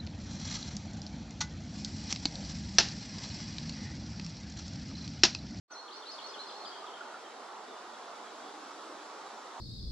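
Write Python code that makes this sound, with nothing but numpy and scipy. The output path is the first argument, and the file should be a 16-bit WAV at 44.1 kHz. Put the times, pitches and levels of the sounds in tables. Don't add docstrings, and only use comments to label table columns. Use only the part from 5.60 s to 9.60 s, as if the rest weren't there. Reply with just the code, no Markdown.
import sys
import numpy as np
from scipy import signal
from scipy.fft import rfft, irfft, next_fast_len
from scipy.io import wavfile
from scipy.ndimage import uniform_filter1d, map_coordinates

SR = 44100
rng = np.random.default_rng(int(sys.argv[2]) if len(sys.argv) > 2 else 0)


def generate_wav(sig):
    pcm = np.round(np.clip(np.atleast_2d(sig).T, -1, 1) * 32767).astype(np.int16)
    wavfile.write(sys.argv[1], SR, pcm)


N = 176400
SIDES = np.array([[.5], [-.5]])


def amp(db):
    return 10 ** (np.asarray(db) / 20)


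def unit(x):
    return x / np.sqrt(np.mean(x ** 2) + 1e-20)


def along(points, hz):
    f, v = np.transpose(points)
    return np.interp(np.log(hz + 1), np.log(f + 1), v)


def curve(rows):
    return np.interp(np.arange(N) / SR, *np.transpose(rows))


def wobble(knots_per_s):
    position = np.arange(N) * knots_per_s / SR + 2
    return map_coordinates(rng.standard_normal(4096), [position], mode="mirror")


def filtered(x, response):
    m = next_fast_len(N + SR // 2)
    return irfft(rfft(x, m) * response(np.fft.rfftfreq(m, 1 / SR)), m)[..., :N]


def rush(spectrum, coherence, pan, patchy_db):
    bins = signal.stft(rng.standard_normal((2, N)), nperseg=1024)[2]
    patches = uniform_filter1d(rng.standard_normal(bins.shape[1:]), size=3, axis=0)
    patches = uniform_filter1d(patches, size=5, axis=1)
    pair = signal.istft(bins * amp(patchy_db * unit(patches)), nperseg=1024)[1][:, :N]

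    def mid_side(hz):
        angle = np.arccos(np.clip(along(coherence, hz), -1, 1)) / 2
        return amp(along(spectrum, hz)) * [np.cos(angle), np.sin(angle)]

    mid, side = filtered(pair, mid_side)
    ears = np.array([mid + side, mid - side])
    return unit(filtered(ears, lambda hz: amp(along(pan, hz) * SIDES)))


def slurs(notes, edge_share=0.13, flutter_db=1.3, knots_per_s=258.2):
    out = np.zeros(N)
    waver = 1 + 0.005 * wobble(knots_per_s)
    flutter = amp(flutter_db * wobble(knots_per_s))
    for start_s, length_s, *pitches_hz, db in notes:
        i = np.arange(max(round(start_s * SR), 0), min(round((start_s + length_s) * SR), N))
        progress = np.linspace(0, 1, len(i))
        hz = np.polyval(np.polyfit([0, .5, 1], pitches_hz, 2), progress) * waver[i]
        ramp = np.clip(np.minimum(progress, 1 - progress) / edge_share, 0, 1)
        tone = np.sqrt(2) * np.sin(2 * np.pi * np.cumsum(hz) / SR)
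        out[i] += amp(db) * np.sin(np.pi / 2 * ramp) * flutter[i] * tone
    return out


# t/s, level/dB
ROAD_LEVEL_DB = [(.2, -46.5), (.8, -46.5), (1.4, -45.5), (1.8, -46.5), (2.3, -45.5), (3.2, -46),
                 (3.95, -46)]
# f/Hz, relative density/dB
ROAD_SPECTRUM_DB = [(30, -61), (70, -41.5), (120, -33.5), (160, -24), (210, -12), (310, -6.5), (410, -3),
                    (540, -4.5), (700, -1.5), (850, 1), (1000, -1), (1300, -2), (1650, -10), (2400, -17),
                    (4000, -21), (8000, -50)]
# f/Hz, coherence/1
ROAD_COHERENCE = [(60, 0.72), (250, 0.91), (700, 0.84), (1200, 0.84), (2500, 0.37)]
# f/Hz, L-R/dB
ROAD_PAN_DB = [(140, 0), (250, -1.5), (500, 0.5), (750, -2), (1100, -4.5), (1600, -2.5), (2300, 0)]
# t/s, length/s, start f/Hz, middle f/Hz, end f/Hz, level/dB
ROAD_WHINES = [(.09, 0.093, 1468, 1424, 1390, -52), (1.17, 0.27, 1130, 1294, 1373, -56),
               (1.33, .25, 1380, 1450, 1367, -52.5), (2.75, 0.83, 288.4, 320.3, 338, -57.5)]


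def traffic(left_lag_s=.00002, whine_width_hz=55):
    road = amp(curve(ROAD_LEVEL_DB)) * rush(ROAD_SPECTRUM_DB, ROAD_COHERENCE, ROAD_PAN_DB, patchy_db=2.0)
    whines = slurs(ROAD_WHINES) * unit(wobble(2 * whine_width_hz))
    return filtered(road + whines, lambda hz: np.exp(-2j * np.pi * hz * left_lag_s * SIDES))


# t/s, level/dB
BREEZE_DB = [(.1, -58), (.8, -56), (2.0, -57), (3.0, -55), (3.95, -55.5)]
# f/Hz, relative density/dB
LEAF_SPECTRUM_DB = [(200, -31), (1500, -5.5), (2600, -7.5), (3300, -2.5), (4400, -.5), (5500, -1.5),
                    (6400, -4.5), (7500, -5.5), (8500, -12.5), (10300, -17), (12000, -27), (13300, -49)]
# f/Hz, coherence/1
LEAF_COHERENCE = [(2000, 0.78), (3500, 0.9), (4600, 0.55), (7000, 0.15), (12000, .25)]
# f/Hz, L-R/dB
LEAF_PAN_DB = [(2000, 0), (2900, 7.5), (3600, 0.5), (5700, 1.5), (8200, 1), (9700, -2.5), (12500, -3)]
# f/Hz, left lead/rad
LEAF_LEAD_RAD = [(1500, 0.078), (3200, 0), (4200, 0.69), (5200, 1.67), (6300, 2.1), (9500, 1.6)]


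def leaves():
    hiss = amp(curve(BREEZE_DB)) * rush(LEAF_SPECTRUM_DB, LEAF_COHERENCE, LEAF_PAN_DB, patchy_db=1.47)
    return filtered(hiss, lambda hz: np.exp(1j * along(LEAF_LEAD_RAD, hz) * SIDES))


# t/s, length/s, start f/Hz, middle f/Hz, end f/Hz, relative level/dB
NEAR_NOTES = [(.030, 0.041, 4170, 4300, 4370, -46), (.114, .029, 5730, 6050, 5140, -45.5),
              (.150, .062, 4030, 4250, 4270, -46), (.279, 0.019, 3830, 3140, 2760, -47.5),
              (.306, .014, 2790, 3780, 3950, -50), (.322, 0.013, 3730, 4470, 4420, -46.5),
              (.333, 0.031, 4800, 5040, 4860, -53), (.336, .034, 4400, 4380, 4460, -48),
              (.361, .015, 5500, 5840, 5500, -48.5), (.421, 0.024, 3610, 3380, 2600, -50),
              (.452, .011, 2750, 3700, 3950, -49), (.466, .012, 3520, 4300, 4730, -45),
              (.477, 0.034, 4560, 4250, 4950, -43.5), (.512, .009, 5230, 5720, 6010, -47),
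              (.518, 0.034, 5140, 4940, 4250, -47.5), (.581, 0.024, 3800, 3170, 2760, -46),
              (.610, .009, 3220, 3550, 4260, -46), (.624, 0.0071, 3400, 4130, 4650, -51),
              (.640, 0.029, 4190, 4380, 4310, -45), (.669, 0.011, 5600, 5800, 5700, -47),
              (.683, .045, 4770, 5090, 4730, -51.5), (.737, 0.027, 3700, 3134, 2860, -46),
              (.777, .009, 2950, 3640, 3980, -54), (.791, .010, 3680, 4090, 4230, -44.5),
              (.799, 0.021, 4320, 4120, 4500, -41), (.832, .020, 5270, 5480, 5500, -58),
              (.863, 0.035, 4120, 4940, 4900, -52), (.889, .016, 3850, 3510, 2980, -47),
              (.905, .012, 4970, 4440, 4030, -49), (.920, .008, 5650, 5430, 5000, -53),
              (.922, .009, 3170, 3630, 4100, -52), (.948, 0.023, 4310, 4266, 4450, -49),
              (.977, .013, 5620, 5620, 5560, -56.5), (1.000, .036, 4180, 4315, 4190, -50),
              (1.046, .022, 4150, 3290, 3000, -47.5), (1.050, 0.049, 4470, 4940, 4400, -46.5),
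              (1.115, 0.048, 3046, 3314, 2940, -49.5), (1.265, 0.025, 3850, 3200, 2990, -50),
              (1.331, 0.033, 2880, 3273, 2800, -49.5), (1.640, .04, 3250, 3180, 3050, -56.5)]
FAR_NOTES = [(2.02, 0.056, 4750, 4650, 4640, -64), (2.075, .10, 3980, 3550, 3370, -60),
             (2.20, .045, 2960, 2890, 2900, -59), (2.33, 0.03, 3360, 3400, 3330, -60.5),
             (2.43, 0.036, 3360, 3460, 3560, -61), (2.55, 0.041, 3590, 3300, 3200, -63.5),
             (2.65, 0.047, 3410, 3280, 3390, -60.5), (2.82, 0.079, 3300, 3400, 3380, -61.5)]
# f/Hz, gain/dB
VOICE_DB = [(2600, -7), (3000, -3.5), (3300, 0)]
# f/Hz, L-R/dB
NEAR_PAN_DB = [(3000, 3.5), (3700, 4), (4300, -2), (5000, 5.5), (6000, 0)]
# f/Hz, left lead/rad
NEAR_LEAD_RAD = [(3000, -0.0016), (3700, 0.16), (4250, 1.25), (4600, 1.5), (4850, -1.5), (5150, -1.2),
                 (5600, 1.9)]
# f/Hz, gain/dB
ECHO_COLOUR_DB = [(3000, 0), (3800, -2), (4400, .7), (4900, -2.5), (6000, -2)]


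def birds(near_db=-3, far_db=-2.2, early_db=-8.5, near_echo_db=-3, far_echo_db=-7):
    songs = np.array([slurs(NEAR_NOTES), slurs(FAR_NOTES)])
    near, far = filtered(songs, lambda hz: amp(along(VOICE_DB, hz)))
    ear_gain = lambda hz: amp(near_db + along(NEAR_PAN_DB, hz) * SIDES)
    ear_phase = lambda hz: np.exp(1j * along(NEAR_LEAD_RAD, hz) * SIDES)
    direct = filtered(near, lambda hz: ear_gain(hz) * ear_phase(hz)) + amp(far_db) * far
    early = amp(early_db) * first_reflections(near)
    late = trunk_echoes(amp(near_echo_db) * near + amp(far_echo_db) * far)
    return direct + filtered(early + late, lambda hz: amp(along(ECHO_COLOUR_DB, hz)))


def first_reflections(x, count=12, min_delay_s=.002, max_delay_s=0.035):
    taps = rng.standard_normal((2, count))
    delays_s = rng.uniform(min_delay_s, max_delay_s, (2, count))
    ears = []
    for gains, times in zip(taps, delays_s):
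        bounces = sum(gain * np.pad(x, (int(s * SR), 0))[:N] for gain, s in zip(gains, times))
        ears.append(bounces / np.linalg.norm(gains))
    return np.array(ears)


# f/Hz, T60/s
TRUNK_T60_S = [(2500, 0.93), (4250, 1.0), (5200, 0.97), (6500, 0.76)]


def trunk_echoes(x):
    hz, t, bins = signal.stft(rng.standard_normal((2, SR)), SR, nperseg=256)
    decay = 1000. ** (-t / along(TRUNK_T60_S, hz)[:, None])
    tail = signal.istft(bins * decay, SR, nperseg=256)[1]
    return signal.fftconvolve(x[None], tail / np.linalg.norm(tail[0]), axes=1)[:, :N]


def scene():
    return traffic() + leaves() + birds()


# f/Hz, depth/1
RIPPLE_DEPTH = [(3100, 0.06), (3500, 0.48), (3750, 0.44), (3930, 0.6), (4020, 0.2), (4100, 0.07)]
# t/s, gain/dB
BASS_FADE_DB = [(.1, -11), (.45, -14), (.7, -1)]
# t/s, gain/dB
FADE_IN_DB = [(.08, -41), (.101, -24), (.11, -4.5), (.3, -3), (.55, -1)]


def record(dry, notch_hz=3923, notch_step_hz=99, bass_edge_hz=260, top_hz=13400):
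    comb = lambda hz: np.exp(-2j * np.pi * (hz - notch_hz) / notch_step_hz)
    rippled = filtered(dry, lambda hz: 1 - along(RIPPLE_DEPTH, hz) * comb(hz))
    bass = filtered(dry, lambda hz: np.exp(-(hz / bass_edge_hz) ** 4))
    heard = rippled + (amp(curve(BASS_FADE_DB)) - 1) * bass
    gate = np.arange(N) / SR > FADE_IN_DB[0][0]
    fade = amp(curve(FADE_IN_DB)) * gate
    return filtered(fade * heard, lambda hz: hz < top_hz)


dry = scene()
out = record(dry)
generate_wav(out)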